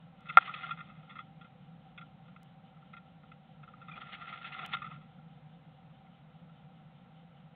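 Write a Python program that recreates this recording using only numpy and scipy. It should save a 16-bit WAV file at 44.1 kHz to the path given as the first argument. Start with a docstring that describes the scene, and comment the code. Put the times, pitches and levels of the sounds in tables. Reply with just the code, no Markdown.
"""Bird in a nest box

A small bird shuffles in dry moss, raps the wood once, then flutters its wings in puffs of air.
Stalks crackle and feathers brush the walls; moss, claws and rap ring the same few box resonances.
A small, narrow-band microphone inside the box hears it over a faint hollow hum."""
import sys
import numpy as np
from scipy import signal
from scipy.fft import rfft, irfft, next_fast_len
from scipy.io import wavfile
from scipy.ndimage import map_coordinates

SR = 44100
rng = np.random.default_rng(int(sys.argv[2]) if len(sys.argv) > 2 else 0)


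def generate_wav(sig):
    """Save sig (samples, or channels by samples) to the path in sys.argv[1] as 16-bit PCM at SR."""
    pcm = np.round(np.clip(np.atleast_2d(sig).T, -1, 1) * 32767).astype(np.int16)
    wavfile.write(sys.argv[1], SR, pcm)


N = 332955
TIME = np.arange(N) / SR

# The wooden box's resonances. Each row: pitch in Hz, width in Hz, level in dB, polarity at the mic.
BOX_MODES = [(511.5, 77, -27.5, 1), (755, 39, -14, -1), (1239, 73.5, -1.5, 1), (1381.6, 35, 4, -1),
             (1814, 90, -14.5, 1), (2075, 110, -6.5, -1), (2465, 150.1, -13, -1), (2636, 250, -13, 1),
             (3340, 140, -12.5, 1), (3640, 168.6, -17, -1), (3830, 180, -26, 1)]
# The tone of feathers on wood. Each row: frequency in Hz, level in dB.
FEATHER_EQ = [(500, -36), (1000, -13.5), (1650, -2.5), (2050, 4), (2270, -2.5), (2600, -0.5), (3000, 0.5),
              (3450, -3), (4000, -13.5), (4500, -17.5)]
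# Wing strokes. Each row: centre in seconds, brush level in dB, brush half length in seconds,
# relative puff level in dB.
WINGBEATS = [(0.462, -47, 0.012, -69.5), (0.547, -49, 0.0077, -69.5), (0.649, -53.5, 0.02, -68),
             (3.98, -59, .012, -53.5), (4.14, -45.5, .018, -60.5), (4.295, -50.5, 0.021, -60.5),
             (4.472, -48.5, 0.019, -57.5), (4.538, -49, 0.0094, -69), (4.585, -60, 0.013, -52.5),
             (4.652, -45.5, 0.0096, -52), (4.739, -37.5, 0.014, -57)]


def amp(db):
    """Decibels to gain."""
    return 10 ** (np.asarray(db) / 20)


def unit(x):
    """Scale to rms 1."""
    return x / np.sqrt(np.mean(x ** 2) + 1e-20)


def colour(points, hz):
    """Gain of an EQ curve: (Hz, dB) points joined on a log axis."""
    freqs, db = np.transpose(points)
    return amp(np.interp(np.log(hz + 1), np.log(freqs), db))


def wobble(rate):
    """A smooth random curve, rate knots a second."""
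    return map_coordinates(rng.standard_normal(int(N * rate / SR) + 4), [TIME * rate])


def filtered(x, response):
    """Pass x through a complex frequency response."""
    size = next_fast_len(len(x) + 8192)
    return irfft(rfft(x, size) * response(np.fft.rfftfreq(size, 1 / SR)), size)[:len(x)]


def resonances(modes, hz):
    """Causal response of damped modes; neighbours of like polarity leave a notch between them."""
    return sum(np.sign(polarity) * amp(db) * 1j * hz * width / (pitch ** 2 - hz ** 2 + 1j * hz * width)
               for pitch, width, db, polarity in modes)


def noise(eq):
    """Coloured noise of rms 1."""
    return unit(filtered(rng.standard_normal(N), lambda hz: colour(eq, hz)))


def snaps(size, rate, spread_db):
    """Tiny stick-slip impulses at random times and of uneven strength, rms 1."""
    happens = rng.random(size) < rate / SR
    return unit(happens * rng.choice([-1, 1], size) * amp(spread_db * rng.standard_normal(size)))


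def add(track, s, sound):
    """Mix a sound into the track at s seconds."""
    part = track[round(s * SR):][:len(sound)]
    part += sound[:len(part)]


def background(air_db=-65.5, hiss_db=-70.5, swell_db=-75, waver_db=0.45, pulse_s=0.205):
    """The bed: a hollow hum, outside air faintly sounding the box, and hiss that pulses near 3 kHz."""
    # The hum's fader ride. Each row: time in seconds, level in dB.
    hum_ride = [(0.0, -57.5), (0.9, -53.5), (1.25, -56), (3.3, -56.7), (4.0, -55), (4.58, -57.5),
                (4.83, -51.5), (5.1, -56), (7.55, -57.5)]
    # The tones of hum, steady hiss and pulsing band. Each row: frequency in Hz, level in dB.
    hum_eq = [(20, -38.5), (50, -22.5), (95, -19.5), (125, -12.5), (158, 1), (195, -9), (260, -18),
              (380, -36.5), (700, -59.5)]
    hiss_eq = [(100, -13), (400, -7), (600, 4), (900, 5), (1100, 0), (1700, -2.5), (2500, -1.5),
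               (3050, -2.5), (3800, -5.5), (4200, -16), (4500, -20)]
    swell_eq = [(2300, -31), (2800, -6), (3020, -0.5), (3250, -7.5), (3600, -6.5), (4000, -23.5)]
    # Box modes the air keeps alive. Each row: pitch in Hz, width in Hz, level in dB, polarity.
    air_modes = [(507.1, 44, -6.5, 1), (773.6, 31, 0.5, -1), (1340, 110, -12, 1), (2080.6, 86, -21.5, -1)]
    times, db = np.transpose(hum_ride)
    hum = amp(np.interp(TIME, times, db) + waver_db * wobble(7)) * noise(hum_eq)
    air = unit(filtered(rng.standard_normal(N), lambda hz: resonances(air_modes, hz)))
    pulsing = np.cos(np.pi * (TIME - 5.135) / pulse_s) ** 2 * noise(swell_eq)
    return hum + amp(air_db) * air + amp(hiss_db) * noise(hiss_eq) + amp(swell_db) * pulsing


def effort(release_s=0.062):
    """How hard the bird moves, as a gain that dies away quickly outside each bout."""
    # Two bouts in the nest, a shuffle and then a flutter. 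Each row: time in seconds, effort in dB.
    bouts = [
        [(0.2, -68), (0.302, -51.5), (0.446, -46), (0.51, -49.5), (0.614, -47), (0.664, -48), (0.82, -58.5),
         (1.084, -67.5), (1.2, -68)],
        [(3.78, -71), (3.842, -66), (3.934, -54.5), (4.048, -52), (4.688, -49.5), (4.77, -52), (4.946, -59),
         (5.05, -70)],
    ]
    gain = np.zeros(N)
    for bout in bouts:
        times, db = np.transpose(bout)
        outside_s = np.abs(TIME - np.clip(TIME, times[0], times[-1]))
        gain += amp(np.interp(TIME, times, db)) * np.exp(-outside_s / release_s)
    return gain


def wing_puffs(trim_db=-4, stir_db=-15, attack_s=0.015, release_s=0.039):
    """The moving body stirs the air, and each wing stroke pushes a puff of it through the box."""
    # The soft, boxy tone of pushed air. Each row: frequency in Hz, level in dB.
    puff_eq = [(40, -34.5), (120, -13.5), (200, -1), (380, -10.5), (600, -9), (780, 7), (950, -9),
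               (1500, -11.5), (3000, -39)]
    puffs = sum(amp(db) * np.exp(-np.maximum((s - TIME) / attack_s, (TIME - s) / release_s))
                for s, _, _, db in WINGBEATS)
    air = unit(noise(puff_eq) * amp(1.8 * wobble(35)))
    return (amp(trim_db) * puffs + amp(stir_db) * effort()) * air


def wing_brushes():
    """Feather barbs flick over the grain of the wall in short swelling strokes."""
    pressure = sum(amp(db) * np.exp(-((TIME - s) / half_s) ** 2) for s, db, half_s, _ in WINGBEATS)
    barbs = filtered(snaps(N, rate=5000, spread_db=4.5), lambda hz: colour(FEATHER_EQ, hz))
    return pressure * unit(barbs)


def shuffles(moss_db=-1, feather_db=-6, feather_power=1.4):
    """Moss crackles in clumps against the wood; sliding feathers gain on it as the effort rises."""
    clumps = amp(2.5 * wobble(60))
    stalks = clumps * snaps(N, rate=1200, spread_db=4.0)
    crackle = unit(filtered(stalks, lambda hz: resonances(BOX_MODES, hz)))
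    swish = unit(noise(FEATHER_EQ) * clumps * amp(2 * wobble(300)))
    push = effort()
    slide = push.max() * (push / push.max()) ** feather_power
    return amp(moss_db) * push * crackle + amp(feather_db) * slide * swish


def squeaks(half_s=0.0042):
    """A stalk rubbed underfoot gives brief stick-slip tones."""
    # Each row: centre in seconds, pitch in Hz, level in dB.
    rubs = [(3.918, 2420, -43.5), (3.941, 2410, -45.5)]
    return sum(amp(db) * np.exp(-((TIME - s) / half_s) ** 2) * np.sin(2 * np.pi * hz * TIME)
               for s, hz, db in rubs)


def ticks():
    """A few pin-sharp ticks that reach far higher in the treble than the rest."""
    # Each row: time in seconds, level before the low-pass in dB, cutoff in Hz.
    cues = [(0.2080, -50, 8000), (0.3716, -15, 3600), (0.3740, -17, 4400), (2.4320, -43, 14000),
            (4.6630, -31.5, 14000)]
    out = np.zeros(N)
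    for s, db, cutoff_hz in cues:
        tick = filtered(signal.unit_impulse(128, 'mid'), lambda hz: 1 / (1 + (hz / cutoff_hz) ** 3))
        add(out, s - len(tick) / 2 / SR, amp(db) * tick)
    return out


def scratch_strokes(stride_s=0.034, weaken_db=4, fidgets_per_s=1.5):
    """Cue every scratch: quick runs weaken stroke by stroke, and faint fidgets fall at random."""
    # Claw and beak moves. Each row: start in seconds, relative peak in dB, relative treble in dB,
    # length in seconds, number of strokes.
    moves = [(0.286, -36.5, 4, 0.02, 1), (0.296, -30.5, -18, 0.015, 1), (0.406, -43.5, -26.5, 0.017, 1),
             (0.477, -31.5, -22, 0.039, 1), (0.539, -32, -14, 0.012, 1), (0.575, -41, -16, .016, 1),
             (0.632, -33, -26, 0.021, 1), (0.691, -35, -19, .014, 1), (0.708, -27, -10.5, 0.016, 1),
             (0.773, -42.5, -19, .01, 1), (0.787, -38.5, -16.5, 0.019, 1), (0.805, -37.5, -15.5, 0.0091, 1),
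             (1.094, -44, -9, 0.054, 1), (1.154, -39.5, -15, 0.034, 1), (1.185, -34.5, -15.5, 0.033, 1),
             (1.411, -46.5, -16, 0.028, 2), (1.977, -39.5, -14, 0.019, 2), (2.279, -53, -19.5, .014, 1),
             (2.362, -45.5, -15, .012, 1), (2.819, -55, -18, 0.015, 1), (2.932, -39.5, -13.5, 0.022, 2),
             (3.232, -53, -20, 0.016, 1), (3.316, -45.5, -14, 0.013, 1), (3.63, -45.5, -20, 0.021, 1),
             (3.677, -47, -20.5, 0.027, 1), (3.735, -46.5, -24, 0.007, 1), (3.815, -45, -17, 0.03, 1),
             (3.883, -40, -20, 0.022, 2), (3.976, -40.5, -19.5, 0.013, 1), (4.274, -36.5, -15, 0.016, 1),
             (4.324, -33.5, -14, .028, 1), (4.444, -35, -8, 0.02, 1), (4.52, -37, -5, 0.015, 1),
             (4.591, -31.5, -17, 0.019, 2), (4.734, -25, -14, 0.017, 1), (4.768, -35.5, -13, 0.007, 1),
             (4.818, -33.5, -21.5, 0.019, 1), (4.842, -35, -17, 0.048, 1), (4.908, -39.5, -27.5, 0.033, 1)]
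    runs = [(s + k * stride_s, db - k * weaken_db, bright_db, length_s)
            for s, db, bright_db, length_s, count in moves for k in range(round(count))]
    start_s, end_s = 1.3, 6.5
    fidget_times = rng.uniform(start_s, end_s, round(fidgets_per_s * (end_s - start_s)))
    return runs + [(s, -59.5, -17, 0.015) for s in fidget_times]


def scratches(trim_db=0.5, treble_db=12.0, catch_db=13, place_db=2):
    """A claw or beak catches with one snap, then drags a dying run of smaller ones that ring the box."""
    out, t = np.zeros(N), np.arange(SR // 10) / SR
    for s, db, bright_db, length_s in scratch_strokes():
        drag = snaps(len(t), rate=4000, spread_db=4.5) * np.exp(-2 * (t / length_s) ** 2)
        drag[0] += amp(catch_db)
        # each place of contact favours other modes
        modes = [(pitch, width, level + place_db * rng.standard_normal(), polarity)
                 for pitch, width, level, polarity in BOX_MODES]
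        lift_db = bright_db + treble_db
        tilt = [(750, -2.5), (1200, 0.5), (2500, lift_db), (3600, lift_db), (4300, lift_db - 5.0)]
        burst = filtered(np.pad(drag, (64, 0)), lambda hz: resonances(modes, hz) * colour(tilt, hz))
        add(out, s - 0.0015, amp(db + trim_db) * burst / np.abs(burst).max())
    return out


def rap(ring_db=-0.7, crack_db=-21, crack_s=0.0023, contact_hz=1500):
    """A hard blow cracks on the wood and, with its rebounds, rings the box; the ring stops abruptly."""
    # The blow and its rebounds. Each row: time in seconds, relative level in dB.
    hits = [(0.37151, 0), (0.3728, -7.7), (0.38314, -13)]
    # The tone of the crack. Each row: frequency in Hz, level in dB.
    crack_eq = [(400, -20), (1000, 0.5), (1700, -10), (2900, -2), (4200, -18)]
    blows = lambda hz: sum(amp(db) * np.exp(-2j * np.pi * hz * s) for s, db in hits)
    # the time of contact takes the edge off the upper modes
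    contact = lambda hz: 1 / (1 + 1.6j * hz / contact_hz - (hz / contact_hz) ** 2)
    ring = filtered(signal.unit_impulse(N),
                    lambda hz: blows(hz) * contact(hz) * resonances(BOX_MODES, hz))
    ring *= np.interp(TIME, [0.3872, 0.3879], [1, 0])
    age = TIME - hits[0][0]
    crack = amp(crack_db) * noise(crack_eq) * (age > 0) * np.exp(-np.abs(age) / crack_s)
    return amp(ring_db) * ring / np.abs(ring).max() + crack


def scene():
    """The bird's moves over the bed, mixed in mono."""
    bird = rap() + scratches() + shuffles() + wing_brushes() + squeaks() + wing_puffs()
    return np.array([bird + background()])


def record(dry, edge_hz=4200, floor_db=-100, top_hz=15800):
    """The microphone channel falls away steeply above 4 kHz; ticks and a trace of hiss reach past it."""
    # The tone of the noise floor. Each row: frequency in Hz, level in dB.
    floor_eq = [(7500, 0), (10000, -6)]
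    narrow = filtered(dry[0], lambda hz: 1 / np.sqrt(1 + (hz / edge_hz) ** 40))
    narrow = filtered(narrow, lambda hz: np.interp(hz, [4400, 4700], [1, 0]))
    wide = narrow + ticks() + amp(floor_db) * noise(floor_eq)
    return np.array([filtered(wide, lambda hz: hz < top_hz)])


dry = scene()
out = record(dry)
generate_wav(out)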